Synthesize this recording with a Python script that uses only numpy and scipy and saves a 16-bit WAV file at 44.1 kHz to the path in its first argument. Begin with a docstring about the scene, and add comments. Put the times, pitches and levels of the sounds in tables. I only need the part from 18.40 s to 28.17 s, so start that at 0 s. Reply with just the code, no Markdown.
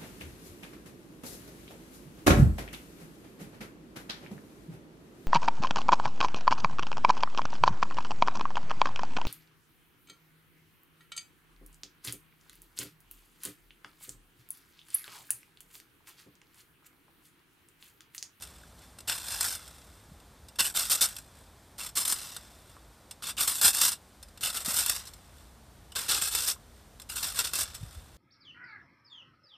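"""A quiet garden: a wire fan rake is pulled seven times through cut grass and weeds.
The tines land, catch and slip in flurries of tiny ticks that ring the fan; stems tear and rustle,
dry stalks snap and the soil scrapes under them. A few soft thumps sound as the gardener shifts about.
A distant rumble and faint garden air lie behind it all."""
import sys
import numpy as np
from scipy import signal
from scipy.fft import rfft, irfft, next_fast_len
from scipy.io import wavfile
from scipy.ndimage import uniform_filter1d

SR = 44100
rng = np.random.default_rng(int(sys.argv[2]) if len(sys.argv) > 2 else 0)


def bounce(signal):
    """Save signal as a 16-bit WAV file at the path given by the first command-line argument."""
    frames = np.transpose(np.atleast_2d(signal))
    limited = np.clip(frames, -1, 1)
    pcm = np.round(limited * 32767).astype(np.int16)
    wavfile.write(sys.argv[1], SR, pcm)


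N = 430857
TIME_S = np.arange(N) / SR


def from_db(db):
    """Decibels to gain."""
    return 10 ** (np.asarray(db) / 20)


def gain_at(spectrum, hz):
    """Gain of a spectrum, interpolated over log frequency."""
    knots_hz, db = np.transpose(spectrum)
    return from_db(np.interp(np.log(hz + 1), np.log(knots_hz), db))


def unit_rms(x):
    """Scale to rms 1."""
    return x / np.sqrt(np.mean(x ** 2) + 1e-20)


def drift(rate_hz):
    """Random wander, rms 1."""
    knots = rng.standard_normal(int(N / SR * rate_hz) + 2)
    return unit_rms(np.interp(TIME_S * rate_hz, np.arange(len(knots)), knots))


# Stereo width: f/Hz, side over mid/dB
STEREO_WIDTH = [(3000, -101), (6000, -12), (9000, -9.5), (13000, -6.5)]

def coloured_noise(spectrum, size=N):
    """Stereo noise, wider in the treble, rms 1."""
    fft_size = next_fast_len(size)
    hz = np.arange(fft_size // 2 + 1) * SR / fft_size
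    mid, side = rfft(rng.standard_normal((2, fft_size))) * gain_at(spectrum, hz)
    side = side * gain_at(STEREO_WIDTH, hz)
    return unit_rms(irfft(np.array([mid + side, mid - side]), fft_size)[:, :size])


# Tine bites, several per pull: t/s, swell/s, length/s, level/dB, sag/dB, brightness/dB, soil re drag/dB
GRASS_BITES = [ (0.019, .004, 0.029, -41, 8, -2, -12.5), (0.674, 0.0067, 0.16, -30.5, 14, -2.5, -10.5),
               (0.839, 0.088, 0.22, -34, 11.5, -2.5, -10.5), (0.999, 0.046, .16, -29.5, 9.5, -1, -12),
               (2.186, 0.016, 0.02, -21.5, -1.5, -2.5, -11), (2.217, .04, 0.087, -26.5, 12, 0, -13.5),
               (2.34, 0.012, .015, -33, 0, -2, -11), (2.353, 0.0087, 0.13, -24, 14, -1.5, -13.5),
               (2.497, 0.026, 0.063, -20, 10, 1, -14.5), (2.565, 0.0091, .04, -36.5, 2, -3, -13),
               (2.608, 0.016, 0.043, -19, 7, -0.5, -14.5), (2.664, .005, 0.16, -40.5, 19, -1.5, -10.5),
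               (3.379, 0.019, 0.067, -37.5, 2, -2, -11.5), (3.455, .006, 0.036, -37, 8, -2, -12.5),
               (3.553, 0.018, 0.073, -27, 4, 3, -15), (3.649, 0.067, 0.085, -27, 3.5, 1, -15.5),
               (3.744, 0.0088, 0.21, -39, 8.5, -2.5, -11.5), (4.822, 0.076, 0.09, -32.5, 8, -4, -12),
               (4.968, .016, 0.025, -32, -5, -3.5, -10.5), (4.992, 0.019, 0.077, -23, 13.5, -1, -13.5),
               (5.072, 0.0047, 0.076, -24, 13, 2, -13.5), (5.123, 0.028, 0.075, -32, 2.5, -1, -17.5),
               (5.212, 0.05, 0.087, -16, 8, 5, -15), (5.328, .012, 0.1, -28, 1, -1.5, -13.5),
               (5.409, 0.0069, 0.085, -20.5, 7.5, 0, -18.5), (5.506, 0.029, 0.024, -32, 1, -2.5, -17),
               (6.009, 0.035, 0.091, -30, 2.5, -2.5, -12.5), (6.127, 0.027, 0.1, -32.5, 8.5, -1.5, -10.5),
               (6.247, 0.057, 0.071, -28.5, 2.5, 0, -10.5), (6.331, 0.057, 0.13, -23.5, 13.5, 2, -14.5),
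               (6.465, 0.025, .13, -30.5, 10.5, -2, -12), (6.588, .005, .06, -43.5, 11, -5, -7.5),
               (6.653, .017, 0.029, -43, 3, -3.5, -13), (7.552, 0.0081, 0.13, -29.5, 14, -3, -10),
               (7.682, 0.011, 0.11, -24.5, 7, -4, -14), (7.806, 0.0063, 0.083, -29.5, 1.5, -2, -17),
               (7.908, 0.018, 0.14, -31, 1, -2, -15.5), (8.06, 0.024, 0.055, -25, 5.5, 2, -15.5),
               (8.689, 0.011, 0.072, -37, 9, -1.5, -12), (8.753, 0.0053, 0.058, -31.5, 5, -1.5, -14),
               (8.824, 0.006, 0.11, -28, 15, -2, -12.5), (8.945, 0.05, 0.08, -31, 5, -2.5, -10.5),
               (9.036, 0.014, 0.052, -29, 10, -4, -14.5), (9.093, .005, .035, -48.5, -3, -2.5, -9),
               (9.134, 0.077, 0.1, -27.5, 6.5, -1, -13.5), (9.245, .005, .095, -46, 7, -6.5, -7),
               (9.342, .007, 0.024, -39, 8.5, -3, -12)]

def pulls(grass_db, onset_db=-7, release_db_per_s=746, firm_db=-28, soil_db_per_db=-0.04):
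    """Drag gain, brightness and soil share: each bite swells, sags and lets go; the strongest leads."""
    drag_db = grass_db.copy()
    bright_db, soil_db = np.full(N, -3.0), np.full(N, -6.5)
    for start_s, swell_s, length_s, db, sag_db, bite_bright_db, bite_soil_db in GRASS_BITES:
        span = slice(int(start_s * SR), int((start_s + length_s) * SR) + SR // 10)
        age_s = TIME_S[span] - start_s
        bite_db = db + np.interp(age_s, [0, swell_s, max(length_s, swell_s)], [onset_db, 0, -sag_db])
        bite_db -= release_db_per_s * np.maximum(age_s - length_s, 0)
        leads = bite_db > drag_db[span]
        drag_db[span][leads] = bite_db[leads]
        bright_db[span][leads] = bite_bright_db
        soil_db[span][leads] = bite_soil_db
    soil_db += soil_db_per_db * (drag_db - firm_db)  # hard pulls raise tines more than soil
    return from_db(drag_db), uniform_filter1d(bright_db, size=200), soil_db


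def slips(drag, base_per_s, spread_db, judder_db=3.5, judder_hz=110, smooth_s=0.024):
    """Stick-slip clicks, denser under a harder pull, bunched by fan judder; power near 1."""
    rate_per_s = base_per_s * (drag / drag.max() * 10 + 0.2) ** 0.32
    sizes = from_db(spread_db * np.minimum(rng.exponential(1, N), 4) + judder_db * drift(judder_hz))
    clicks = (rng.random(N) < rate_per_s / SR) * sizes * rng.choice([-1, 1], N)
    power = np.abs(uniform_filter1d(clicks ** 2, int(smooth_s * SR)))
    return clicks / np.sqrt(power + 1e-4)


# Snagged tines springing free: t/s, level/dB
TINE_SNAGS = [(0.0216, -27), (0.072, -36), (0.39, -42), (0.5863, -31.5), (0.6044, -32.5), (0.6971, -12.5),
              (0.7224, -18.5), (1.0083, -9.5), (1.043, -18), (1.277, -33.5), (1.801, -44.5), (2.085, -34.5),
              (2.157, -35.5), (2.1902, -17), (2.2042, -8), (2.434, -27), (2.4985, -16), (2.612, -10.5),
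              (2.6872, -24), (2.765, -23.5), (2.784, -26), (3.4042, -28), (3.5729, -10.5), (3.6514, -14),
              (3.678, -12.5), (3.723, -12), (3.9646, -21), (4.7104, -25), (5.0207, -18.5), (5.0776, -12),
              (5.259, -7), (5.4138, -5.5), (5.451, -7.5), (5.4814, -11), (5.5177, -18), (5.828, -29.5),
              (5.885, -42), (5.9746, -34.5), (6.035, -14.5), (6.0578, -15), (6.1704, -16.5),
              (6.2591, -16.5), (6.4618, -11.5), (6.496, -7), (6.5626, -20.5), (6.7358, -33), (7.52, -34),
              (7.5597, -24), (7.7108, -10), (7.7472, -11.5), (7.8208, -11.5), (7.9497, -9.5), (7.9864, -16),
              (8.5986, -29.5), (8.618, -31.5), (8.8288, -17), (8.99, -8.5), (9.0001, -13.5), (9.1344, -14),
              (9.1546, -14.5), (9.344, -37)]

def snags(gain_db=8.5, chatter_s=0.0037, rebounds=4):
    """A freed tine strikes once, then chatters against its neighbours."""
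    clicks = np.zeros(N)
    for (start_s, db), lateness in zip(TINE_SNAGS, rng.random((len(TINE_SNAGS), rebounds))):
        clicks[int(start_s * SR)] += from_db(db + gain_db)
        rebound_at = ((start_s + chatter_s * lateness) * SR).astype(int)
        clicks[rebound_at] += from_db(db + gain_db - 2.5 * (1.5 + lateness))
    return clicks


# Wire fan resonances: f/Hz, width/Hz, level/dB
FAN_MODES = [(1450, 398, -8), (2720, 310, -1.5), (3580, 230, 2), (4125, 430, -8.5), (5092, 400, 0),
             (5610, 483, 1), (7450, 280, 2.5), (8000, 493, 3.5), (8420, 436, -0.5), (9250, 415, 4)]
# Crunch of tines and grass: f/Hz, level/dB
CRUNCH_SPECTRUM = [(1200, -23.5), (2200, -21), (3000, 5.5), (4500, 6.5), (5600, -1), (6400, 3.5),
                   (8300, 1.5), (9500, 4.5), (10400, -6), (11800, 4), (14200, 0.5)]

def tine(ring_t60_s=0.062, crunch_t60_s=0.017, scatter_t60_s=0.15, scatter_db=-22, cluster=4):
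    """Impulse response of one wire: crunch, its own mix of fan modes, faint scatter from nearby."""
    size = SR // 8
    t = np.arange(size) / SR
    centre_hz, width_hz, db = np.repeat(FAN_MODES, cluster, axis=0).T
    hz = centre_hz + width_hz * rng.uniform(-0.598, 0.553, len(centre_hz))
    db = db + np.repeat(rng.uniform(-13.5, 10, len(FAN_MODES)), cluster)
    gains = from_db(db) * np.sqrt(width_hz) * rng.choice([-1, 1], len(hz))
    skew_rad = (gain_at(STEREO_WIDTH, centre_hz) * rng.standard_normal(len(hz)))[:, None]
    ring = np.array([gains @ np.sin(2 * np.pi * hz[:, None] * t + ear * skew_rad) for ear in (1, -1)])
    ring = unit_rms(ring * from_db(-60 * t / ring_t60_s))
    decay = from_db(-60 * t / crunch_t60_s) + from_db(scatter_db - 60 * t / scatter_t60_s)
    crunch = unit_rms(coloured_noise(CRUNCH_SPECTRUM, size) * decay)
    return unit_rms(crunch + ring) / np.sqrt(size)


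def stem(t60_s=0.003):
    """Impulse response of a tearing stem: one short, bright crack."""
    size = SR // 100
    crack = coloured_noise(CRUNCH_SPECTRUM, size) * from_db(-60 * np.arange(size) / SR / t60_s)
    return unit_rms(crack) / np.sqrt(size)


def strike(clicks, response, bodies):
    """Each click excites one of several unlike bodies."""
    target = rng.integers(0, bodies, N)
    return sum(signal.oaconvolve((clicks * (target == body))[None], response(), axes=1)[:, :N]
               for body in range(bodies))


def rustle(drag, gain_db=-9.5):
    """Dragged leaves hiss with the pull."""
    return from_db(gain_db) * drag * coloured_noise(CRUNCH_SPECTRUM)


def brighten(x, bright_db, split_hz=6500):
    """Fast slips favour the treble, heavy landings the lower resonances."""
    low = signal.sosfiltfilt(signal.butter(2, split_hz, fs=SR, output="sos"), x)
    treble_share = np.clip(from_db(bright_db) ** 2, 0.1, 0.8)
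    return low * np.sqrt(2 * (1 - treble_share)) + (x - low) * np.sqrt(2 * treble_share)


# Scraped earth: f/Hz, level/dB
SOIL_SPECTRUM = [(90, -8.5), (170, -12.5), (280, -9), (400, -10.5), (600, -8), (850, -6.5), (1150, -1.5),
                 (1500, -1.5), (1850, -5), (2300, -6), (3200, -19.5)]

def soil(clicks, crumble_s=0.0047):
    """Each contact crumbles the earth: a dull puff of grit."""
    pole = np.exp(-1 / (crumble_s * SR))
    power = signal.lfilter([1 - pole], [1, -pole], clicks ** 2 + 1e-18)
    return np.sqrt(power) * coloured_noise(SOIL_SPECTRUM)


def ground_echo(x, gain=0.29, delay_s=0.001104, swing=0.3006):
    """Ground reflection; its delay wanders as the fan moves and flexes."""
    samples = np.arange(N)
    lag = delay_s * SR * np.exp(swing * drift(4))
    echo = np.array([np.interp(samples - lag, samples, channel) for channel in x])
    return (x + gain * echo) / np.sqrt(1 + gain ** 2)


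def pings(events, gain_db, t60_s, spread, modes=5):
    """Each impact rings a few close modes around its pitch."""
    out, t = np.zeros(N), np.arange(SR // 5) / SR
    for start_s, db, hz in events:
        detune, phase = rng.uniform(-0.97, 1, (2, modes))
        partials = np.sin(2 * np.pi * np.outer(t, hz * (1 + spread * detune)) + np.pi * phase)
        ring = partials.sum(1) * from_db(-60 * t / t60_s)
        at = int(start_s * SR)
        out[at:at + len(t)] += from_db(db + gain_db) * ring / np.abs(ring).max()
    return out


# Fan landings: t/s, level/dB
FAN_CLANKS = [(0.687, -26.5), (0.7216, -28), (2.1898, -26), (2.208, -23), (2.251, -27), (3.404, -37),
              (3.5715, -38), (4.834, -35), (4.9763, -31), (5, -25), (6.0342, -28), (6.059, -28),
              (6.1713, -31.5), (7.5203, -44), (7.5597, -41), (8.6988, -38)]

def clanks(mode_hz=2840):
    """The whole fan lands and rings in a low wire mode."""
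    landings = [(start_s, db, mode_hz) for start_s, db in FAN_CLANKS]
    return pings(landings, gain_db=-0.5, t60_s=0.075, spread=0.069)


# Breaking stalks: t/s, level/dB, f/Hz
STALK_SNAPS = [(0.2344, -44, 1390), (1.042, -29, 1620), (1.066, -30, 1460), (4.3672, -36, 1190),
               (8.1627, -42, 1210)]

def snaps():
    """Dry stalks snap with a brief ring."""
    return pings(STALK_SNAPS, gain_db=-3.5, t60_s=0.046, spread=0.22)


# Grass settling, at the start and as each pull ends: t/s, level/dB
GRASS_SETTLES = [(0.0, -53.5), (1.16, -50.5), (2.66, -56.5), (3.93, -53.5), (5.53, -68), (6.6, -57),
                 (8.12, -68), (9.25, -50)]
# Empty fan brushing the grass tips: t/s, level/dB
GRASS_BRUSHES = [(0.43, -58), (2.98, -60), (4.3, -59.5), (6.99, -59.5), (8.37, -66.5), (9.54, -53.5)]

def loose_grass_db(settle_db_per_s=32.5, brush_db_per_s=92):
    """Loose grass comes to rest after each pull and stirs as the fan swings out over it."""
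    resting = [np.where(TIME_S >= start_s, db - settle_db_per_s * (TIME_S - start_s), -100)
               for start_s, db in GRASS_SETTLES]
    stirred = [db - brush_db_per_s * np.abs(TIME_S - peak_s) for peak_s, db in GRASS_BRUSHES]
    return np.max(resting + stirred, axis=0)


def wire_mode(x, hz, width_hz):
    """One resonance driven by x, rms 1."""
    return unit_rms(signal.lfilter(*signal.iirpeak(hz, hz / width_hz, fs=SR), x))


def rasp(drag, gain_db=-7, slope_db_per_s=34):
    """Slipping wires rasp, most at the end of a pull when the rake is close."""
    from_end_s = np.min([np.abs(end_s - TIME_S) for end_s, _ in GRASS_SETTLES], axis=0)
    grain = wire_mode(slips(drag, base_per_s=900, spread_db=6.0), hz=5500, width_hz=840)
    return drag * from_db(gain_db - slope_db_per_s * from_end_s) * grain


def quiver(grass_db, gain_db=-12.5):
    """The lifted wires shimmer in one narrow mode, fading with the rustle."""
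    return from_db(grass_db + gain_db) * wire_mode(rng.standard_normal(N), hz=3530, width_hz=210)


def stray_ticks(rate_per_s=11, level_db=-50, spread_db=4):
    """Bent blades spring back at random moments."""
    return (rng.random(N) < rate_per_s / SR) * from_db(level_db + spread_db * rng.standard_normal(N))


# Feet and hands: t/s, level/dB, f/Hz
BODY_THUMPS = [(1.716, -43.5, 155), (6.279, -31, 213), (9.407, -36, 94), (9.428, -30, 113),
               (9.461, -41, 68), (9.563, -34.5, 68)]

def thumps(rise_cycles=0.65):
    """The gardener shifts; each thump swells and dies in about three cycles."""
    out, t = np.zeros(N), np.arange(SR // 8) / SR
    for start_s, db, hz in BODY_THUMPS:
        age = t * hz / rise_cycles
        envelope = (age * np.exp(1 - age)) ** 2
        at = int(start_s * SR)
        out[at:at + len(t)] += from_db(db) * envelope * np.sin(2 * np.pi * hz * t)
    return out


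# Rumble envelope: t/s, level/dB
RUMBLE_LEVELS = [(0, -57), (2.3, -58.5), (3.6, -59.5), (5.7, -60.5), (6.3, -54.5), (7.1, -57.5),
                 (7.8, -52.5), (8.4, -59), (8.9, -53), (9.7, -53)]
# Rumble colour: f/Hz, level/dB
RUMBLE_SPECTRUM = [(22, -25), (34, -17), (45, -3.5), (62, 0), (85, -5), (130, -13.5), (220, -21),
                   (500, -50)]

def rumble():
    """Distant low noise, slowly swelling and ebbing."""
    return from_db(np.interp(TIME_S, *np.transpose(RUMBLE_LEVELS))) * coloured_noise(RUMBLE_SPECTRUM)


# Garden air: f/Hz, level/dB
AIR_SPECTRUM = [(30, -22), (70, -1), (200, 0), (400, -5.5), (750, -5.5), (1500, -11), (2700, -18),
                (3500, -15.5), (7000, -20), (9100, -17), (10200, -23.5), (14000, -22)]

def garden_air(level_db=-58):
    """Faint, steady outdoor noise."""
    return from_db(level_db) * coloured_noise(AIR_SPECTRUM)


def scene():
    """The pull drives tines, stems and soil together, over thumps, rumble and garden air."""
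    grass_db = loose_grass_db()
    drag, bright_db, soil_db = pulls(grass_db)
    slipping = drag * slips(drag, base_per_s=800, spread_db=2.5)
    snagging = snags()
    tearing = drag * slips(drag, base_per_s=450, spread_db=5.0)
    tines = strike(from_db(-0.5) * slipping + snagging + stray_ticks(), tine, bodies=22)
    stems = strike(from_db(-10.5) * tearing + from_db(-11.5) * snagging, stem, bodies=10)
    crunch = brighten(tines + stems + rustle(drag), bright_db)
    earth = soil(from_db(soil_db) * slipping + from_db(-14.5) * snagging)
    impacts = clanks() + snaps()
    rake = ground_echo(crunch + earth + rasp(drag)) + impacts + quiver(grass_db)
    return rake + thumps() + rumble() + garden_air()


def record(dry, low_cut_hz=36, mono_below_hz=3400, high_cut_hz=14350):
    """Mono below the treble; deep bass and top cut."""
    mid, side = dry.mean(0), (dry[0] - dry[1]) / 2
    side = signal.sosfilt(signal.butter(8, mono_below_hz, "high", fs=SR, output="sos"), side)
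    mid = signal.sosfilt(signal.butter(4, low_cut_hz, "high", fs=SR, output="sos"), mid)
    high_cut = signal.ellip(10, 0.2, 70, high_cut_hz, fs=SR, output="sos")
    return signal.sosfilt(high_cut, np.array([mid + side, mid - side]))


dry = scene()
out = record(dry)
bounce(out)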